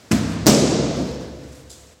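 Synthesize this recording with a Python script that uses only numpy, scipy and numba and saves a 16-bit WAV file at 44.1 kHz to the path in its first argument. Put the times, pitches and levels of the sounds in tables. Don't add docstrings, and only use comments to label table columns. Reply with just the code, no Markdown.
import sys
import numpy as np
from scipy import signal
from scipy.fft import rfft, irfft
from scipy.io import wavfile
from scipy.ndimage import uniform_filter1d
from numba import njit

SR = 44100
rng = np.random.default_rng(int(sys.argv[2]) if len(sys.argv) > 2 else 0)


def transcribe(signal):
    frames = np.atleast_2d(signal).T
    limited = np.clip(frames, -1, 1)
    pcm = np.round(limited * 32767).astype(np.int16)
    wavfile.write(sys.argv[1], SR, pcm)


def volts_from_decibels(level):
    exponent = np.asarray(level, float) / 20
    return 10 ** exponent


N = 88200
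T = np.arange(N) / SR
HZ = np.maximum(np.arange(N + 1) * SR / (2 * N), 1)
FALL_S, SLAP_S = 0.113, 0.466

# pitch_hz, level_db_per_hz
AIR_COLOUR = [(25, -8), (70, -2.5), (240, -4.5), (600, -9.5), (900, -8), (3000, -13.5), (7000, -20),
              (16000, -32.5)]
# start_s, level_db, contact_s
MAT_PUSHES = [
    (0.1091, -25, 0.0017),
    (0.1122, -6, 0.0023),
    (0.118, -6, .0024),
    (0.129, -3, 0.004),
    (0.4605, -4, 0.00046),
    (0.4663, 8, 0.0019),
    (.4935, 6.5, 0.0014),
    (.505, 7, 0.0013),
]
# pitch_hz, level_db, t60_s
MAT_MODES = [(144.3, -5, 0.17), (221, 4.5, 0.11), (271, 3, 0.12), (323, 3, 0.067), (450, -6, 0.086),
             (900, -10, .012)]
# start_s, level_db
FALL_CRACKS = [
    (.1149, -9.5),
    (.1183, -9),
    (.1202, -9.5),
    (.1243, -11.5),
    (.130, -16),
    (.137, -16),
    (.148, -21),
]
# start_s, level_db
SLAP_CRACKS = [(.4605, -25), (.4668, 10), (.4712, 4.5), (.474, 2.5), (.4765, 4), (.4806, 4), (.4828, -2),
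               (.490, -9), (.494, -24), (.4975, 7), (.502, -2), (.5135, -5), (.523, -4), (.548, -1)]
# pitch_hz, level_db_per_hz
FALL_CRACK_COLOUR = [(300, -25), (600, -3), (1400, -2), (2500, 1), (3600, -14.5), (5500, -8.5),
                     (12000, -13), (16000, -39)]
SLAP_CRACK_COLOUR = [(300, -28), (700, -2.5), (1500, -2), (3300, -16.5), (5200, 2.5), (7000, -6.5),
                     (10000, -27.5), (14500, -9)]
# pitch_hz, level_db_per_hz
FALL_RING_COLOUR = [(30, -47), (60, -14.5), (150, -8), (260, -3.5), (420, -20), (1500, -21), (6500, -32.5),
                    (16000, -42)]
SLAP_RING_COLOUR = [(35, -29.5), (130, -7.5), (270, 1), (390, -6), (600, -9.5), (1600, -21), (6500, -20.5),
                    (16000, -36)]
# pitch_hz, t60_s
HALL_DECAY = [(60, 2.33), (200, 1.374), (500, 1.54), (1500, 1.42), (5000, 1.266), (9000, 0.79),
              (14000, 0.35)]
# pitch_hz, fall_level_db, slap_level_db, t60_s
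ROOM_MODES = [(66, -35, -29.5, 3.1), (103, -27, -29, 2.56), (139.4, -37, -18, 1.72),
              (167, -23, -18.5, 1.54), (205, -29, -16, 1.08), (216.6, -24, -19, 1.4),
              (251.6, -25, -22, 1.57), (295, -32, -21, 1.02), (454, -39, -25.5, 1.97),
              (507, -59, -28.5, 2.7)]
# start_s, level_db
TICKS = [
    (.1104, -31),
    (.4605, -19),
    (1.2105, -38),
    (1.676, -53),
    (1.911, -47),
]
# pitch_hz, level_db_per_hz
TICK_COLOUR = [(400, -8), (1400, 0), (3000, -8), (7000, -13), (10000, -20), (16000, -30)]
# peak_s, level_db, rise_s, fall_s, extra_treble_db
SWISHES = [
    (.32, -45, .05, 0.034, 4),
    (1.0, -49.5, 0.13, 0.14, 4.5),
    (1.225, -50, 0.015, 0.063, -4),
    (1.46, -53, 0.055, .04, -3),
    (1.555, -57, 0.058, 0.082, 8.5),
    (1.73, -60, .02, 0.034, 8),
    (1.9, -72, .1, .03, -3),
]
# pitch_hz, level_db_per_hz
CLOTH_COLOUR = [(500, -25), (1500, 10), (3000, 1.5), (7000, -4.5), (9000, -6.5), (12000, -12), (16000, -19)]
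# peak_s, level_db, rise_s, fall_s
ROLLS = [
    (0.771, -20, 0.022, 0.037),
    (1.0, -26.5, 0.035, 0.09),
    (1.5, -46.5, 0.06, 0.054),
]
# pitch_hz, level_db_per_hz
ROLL_COLOUR = [(30, -23), (100, -8.5), (170, 0), (260, 0), (400, -9), (680, -10.5), (900, -40),
               (16000, -120)]
# start_s, level_db
SLIPS = [
    (1.6955, -2),
    (1.7026, 4.5),
    (1.7142, 0),
    (1.7275, -2),
    (1.733, -2),
]
# pitch_hz, level_db_per_hz
SCUFF_COLOUR = [(1500, -36), (2800, -12), (3400, -5.5), (5000, -9), (7500, -5), (11000, -10.5),
                (15000, -16)]
# pitch_hz, width_hz, level_db
SQUEAKS = [(4980, 330, 7), (7400, 600, 2.5), (3660, 500, -6), (10400, 900, 0)]
# pitch_hz, gain_db
MIC_COLOUR = [(20, -23), (55, -2), (690, -1), (760, -6.5), (3200, -6), (4200, -3), (8100, 0.5), (8600, -5)]


def read(table, hz):
    columns = np.array(table)
    return np.interp(np.log(hz), np.log(columns[:, 0]), columns[:, 1])


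def unit(x):
    return x / np.sqrt(np.mean(x ** 2))


def colour(x, db):
    cepstrum = irfft(np.log(unit(volts_from_decibels(db))))
    cepstrum[1:N] *= 2
    cepstrum[N + 1:] = 0
    return irfft(rfft(x, 2 * N) * np.exp(rfft(cepstrum)))[:N]


def noise():
    return rng.standard_normal(N)


def since(start):
    return np.maximum(T - start, 0)


def fade(start, t60):
    return (T >= start) * volts_from_decibels(-60 * since(start) / t60)


def swell(peak, db, rise, fall):
    return volts_from_decibels(db) * np.exp(-((T - peak) / np.where(T < peak, rise, fall)) ** 2)


def bumps(rate_hz):
    hold = int(SR / rate_hz)
    steps = np.repeat(rng.standard_normal(N // hold + 1), hold)
    return unit(uniform_filter1d(steps, hold)[:N])


def lowpass(x, order, hz):
    return signal.sosfilt(signal.butter(order, hz, fs=SR, output="sos"), x)


@njit
def follow(x, up, down):
    y, level = np.empty(len(x)), 0.
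    for i in range(len(x)):
        level += (abs(x[i]) - level) * (up if abs(x[i]) > level else down)
        y[i] = level
    return y


def air():
    level_db = -49.5 - 3.5 * T / 2 + 0.58 * bumps(6.5)
    return volts_from_decibels(level_db) * colour(noise(), read(AIR_COLOUR, HZ))


def thumps():
    push = sum(volts_from_decibels(db) * np.sin(np.pi * np.clip((T - s) / contact, 0, 1)) for s, db, contact in MAT_PUSHES)
    ring = sum(volts_from_decibels(db) * np.cos(2 * np.pi * hz * T) * fade(0, t60) for hz, db, t60 in MAT_MODES)
    return irfft(rfft(push, 2 * N) * rfft(ring, 2 * N))[:N] / (0.0058 * SR)


def cracks(table, tone):
    burst_s = 0.00066
    dull_db_per_s_khz, bright_hz = 29, 8700
    bursts = sum(volts_from_decibels(db) * fade(s, np.log(1000) * burst_s) for s, db in table)
    x = colour(bursts * np.sign(noise()), read(tone, HZ))
    low = lowpass(x, 3, bright_hz)
    treble_db = -8 * dull_db_per_s_khz * since(table[0][0] + 0.006)
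    return low + (x - low) * volts_from_decibels(treble_db)


def hall(start, db, tone):
    build_s, build_cycles = 0.011, 0.54
    early_db, early_t60_s = 1.5, 0.27
    spectrum = rfft(colour(noise(), read(tone, HZ)), 2 * N)
    early = 1 + volts_from_decibels(early_db) * fade(start, early_t60_s)
    out = 0
    for hz in 25 * 2 ** (np.arange(30) / 3):
        thirds_away = np.clip(3 * np.log2(HZ / hz), -1, 1)
        band = irfft(spectrum * np.cos(np.pi / 2 * thirds_away) ** 2)[:N]
        rise = 1 - np.exp(-since(start) / (build_s + build_cycles / hz))
        out = out + band * rise * fade(start, read(HALL_DECAY, hz)) * early
    return volts_from_decibels(db) * out


def deep():
    beat_hz, lag_s, rise_s = 5.93, 0.022, 0.019
    twin = (ROOM_MODES[0][0] + beat_hz,) + tuple(ROOM_MODES[0][1:])
    out = 0
    for hz, fall_db, slap_db, t60 in ROOM_MODES + [twin]:
        for s, db in ((FALL_S, fall_db), (SLAP_S, slap_db)):
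            tone = np.sin(2 * np.pi * hz * (T - s - lag_s))
            out = out + volts_from_decibels(db) * tone * fade(s, t60) * np.clip((T - s) / rise_s, 0, 1)
    return out


def ticks():
    bursts = sum(volts_from_decibels(db) * fade(s, 0.013) for s, db in TICKS)
    return colour(bursts * np.sign(noise()), read(TICK_COLOUR, HZ))


def cloth():
    grain = volts_from_decibels(2.0 * bumps(150))
    x = colour(grain * noise(), read(CLOTH_COLOUR, HZ))
    low = lowpass(x, 2, 8600)
    return sum(swell(s, db, rise, fall) * (low + volts_from_decibels(treble_db) * (x - low))
               for s, db, rise, fall, treble_db in SWISHES)


def roll():
    return sum(swell(*row) for row in ROLLS) * colour(noise(), read(ROLL_COLOUR, HZ))


def scuff():
    start_s, hold_s, t60_s = 1.696, 0.035, 0.11
    level_db, bed_db, ring_db = -46.5, -8.5, -1
    onset = np.clip((T - start_s) / 0.005, 0, 1)
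    bed = onset * volts_from_decibels(bed_db + 2.48 * bumps(300)) * volts_from_decibels(-60 * since(start_s + hold_s) / t60_s)
    slips = bed + sum(volts_from_decibels(db) * fade(s, 0.026) for s, db in SLIPS)
    peaks = 1 + sum(2.5 * volts_from_decibels(db) / (1 + (2 * (HZ - hz) / width) ** 2) for hz, width, db in SQUEAKS)
    tone_db = read(SCUFF_COLOUR, HZ)
    near = colour(slips * noise(), tone_db + 20 * np.log10(peaks))
    far = colour(onset * fade(start_s, 1.0) * noise(), tone_db - 0.5 * HZ / 1000)
    return volts_from_decibels(level_db) * (near + volts_from_decibels(ring_db) * far)


def scene():
    blows = thumps() + cracks(FALL_CRACKS, FALL_CRACK_COLOUR) + cracks(SLAP_CRACKS, SLAP_CRACK_COLOUR)
    ring = hall(FALL_S, -18, FALL_RING_COLOUR) + hall(SLAP_S, -4.5, SLAP_RING_COLOUR) + deep()
    movement = ticks() + cloth() + roll() + scuff()
    return (air() + blows + ring + movement)[None]


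def low_pass(x):
    return signal.sosfilt(signal.butter(12, 17180, fs=SR, output="sos"), x)


def record(dry):
    limit_db, ratio, attack_s, release_s = -18, 1.757, 0.0026, 0.12
    hush_s, hush_db = 1.935, -4.5
    clip, clip_edge = 0.7, 12
    x = colour(dry[0], read(MIC_COLOUR, HZ) - 50 * np.clip((HZ - 16000) / 200, 0, 1))
    level = follow(x, 1 / (attack_s * SR), 1 / (release_s * SR))
    x = x * np.minimum(volts_from_decibels(limit_db) / (level + 1e-9), 1) ** (1 - 1 / ratio)
    x = x[None] * volts_from_decibels(hush_db * np.clip((T - hush_s) / 0.013, 0, 1))
    x = x / (1 + np.abs(x / clip) ** clip_edge) ** (1 / clip_edge)
    return low_pass(x)


dry = scene()
out = record(dry)
transcribe(out)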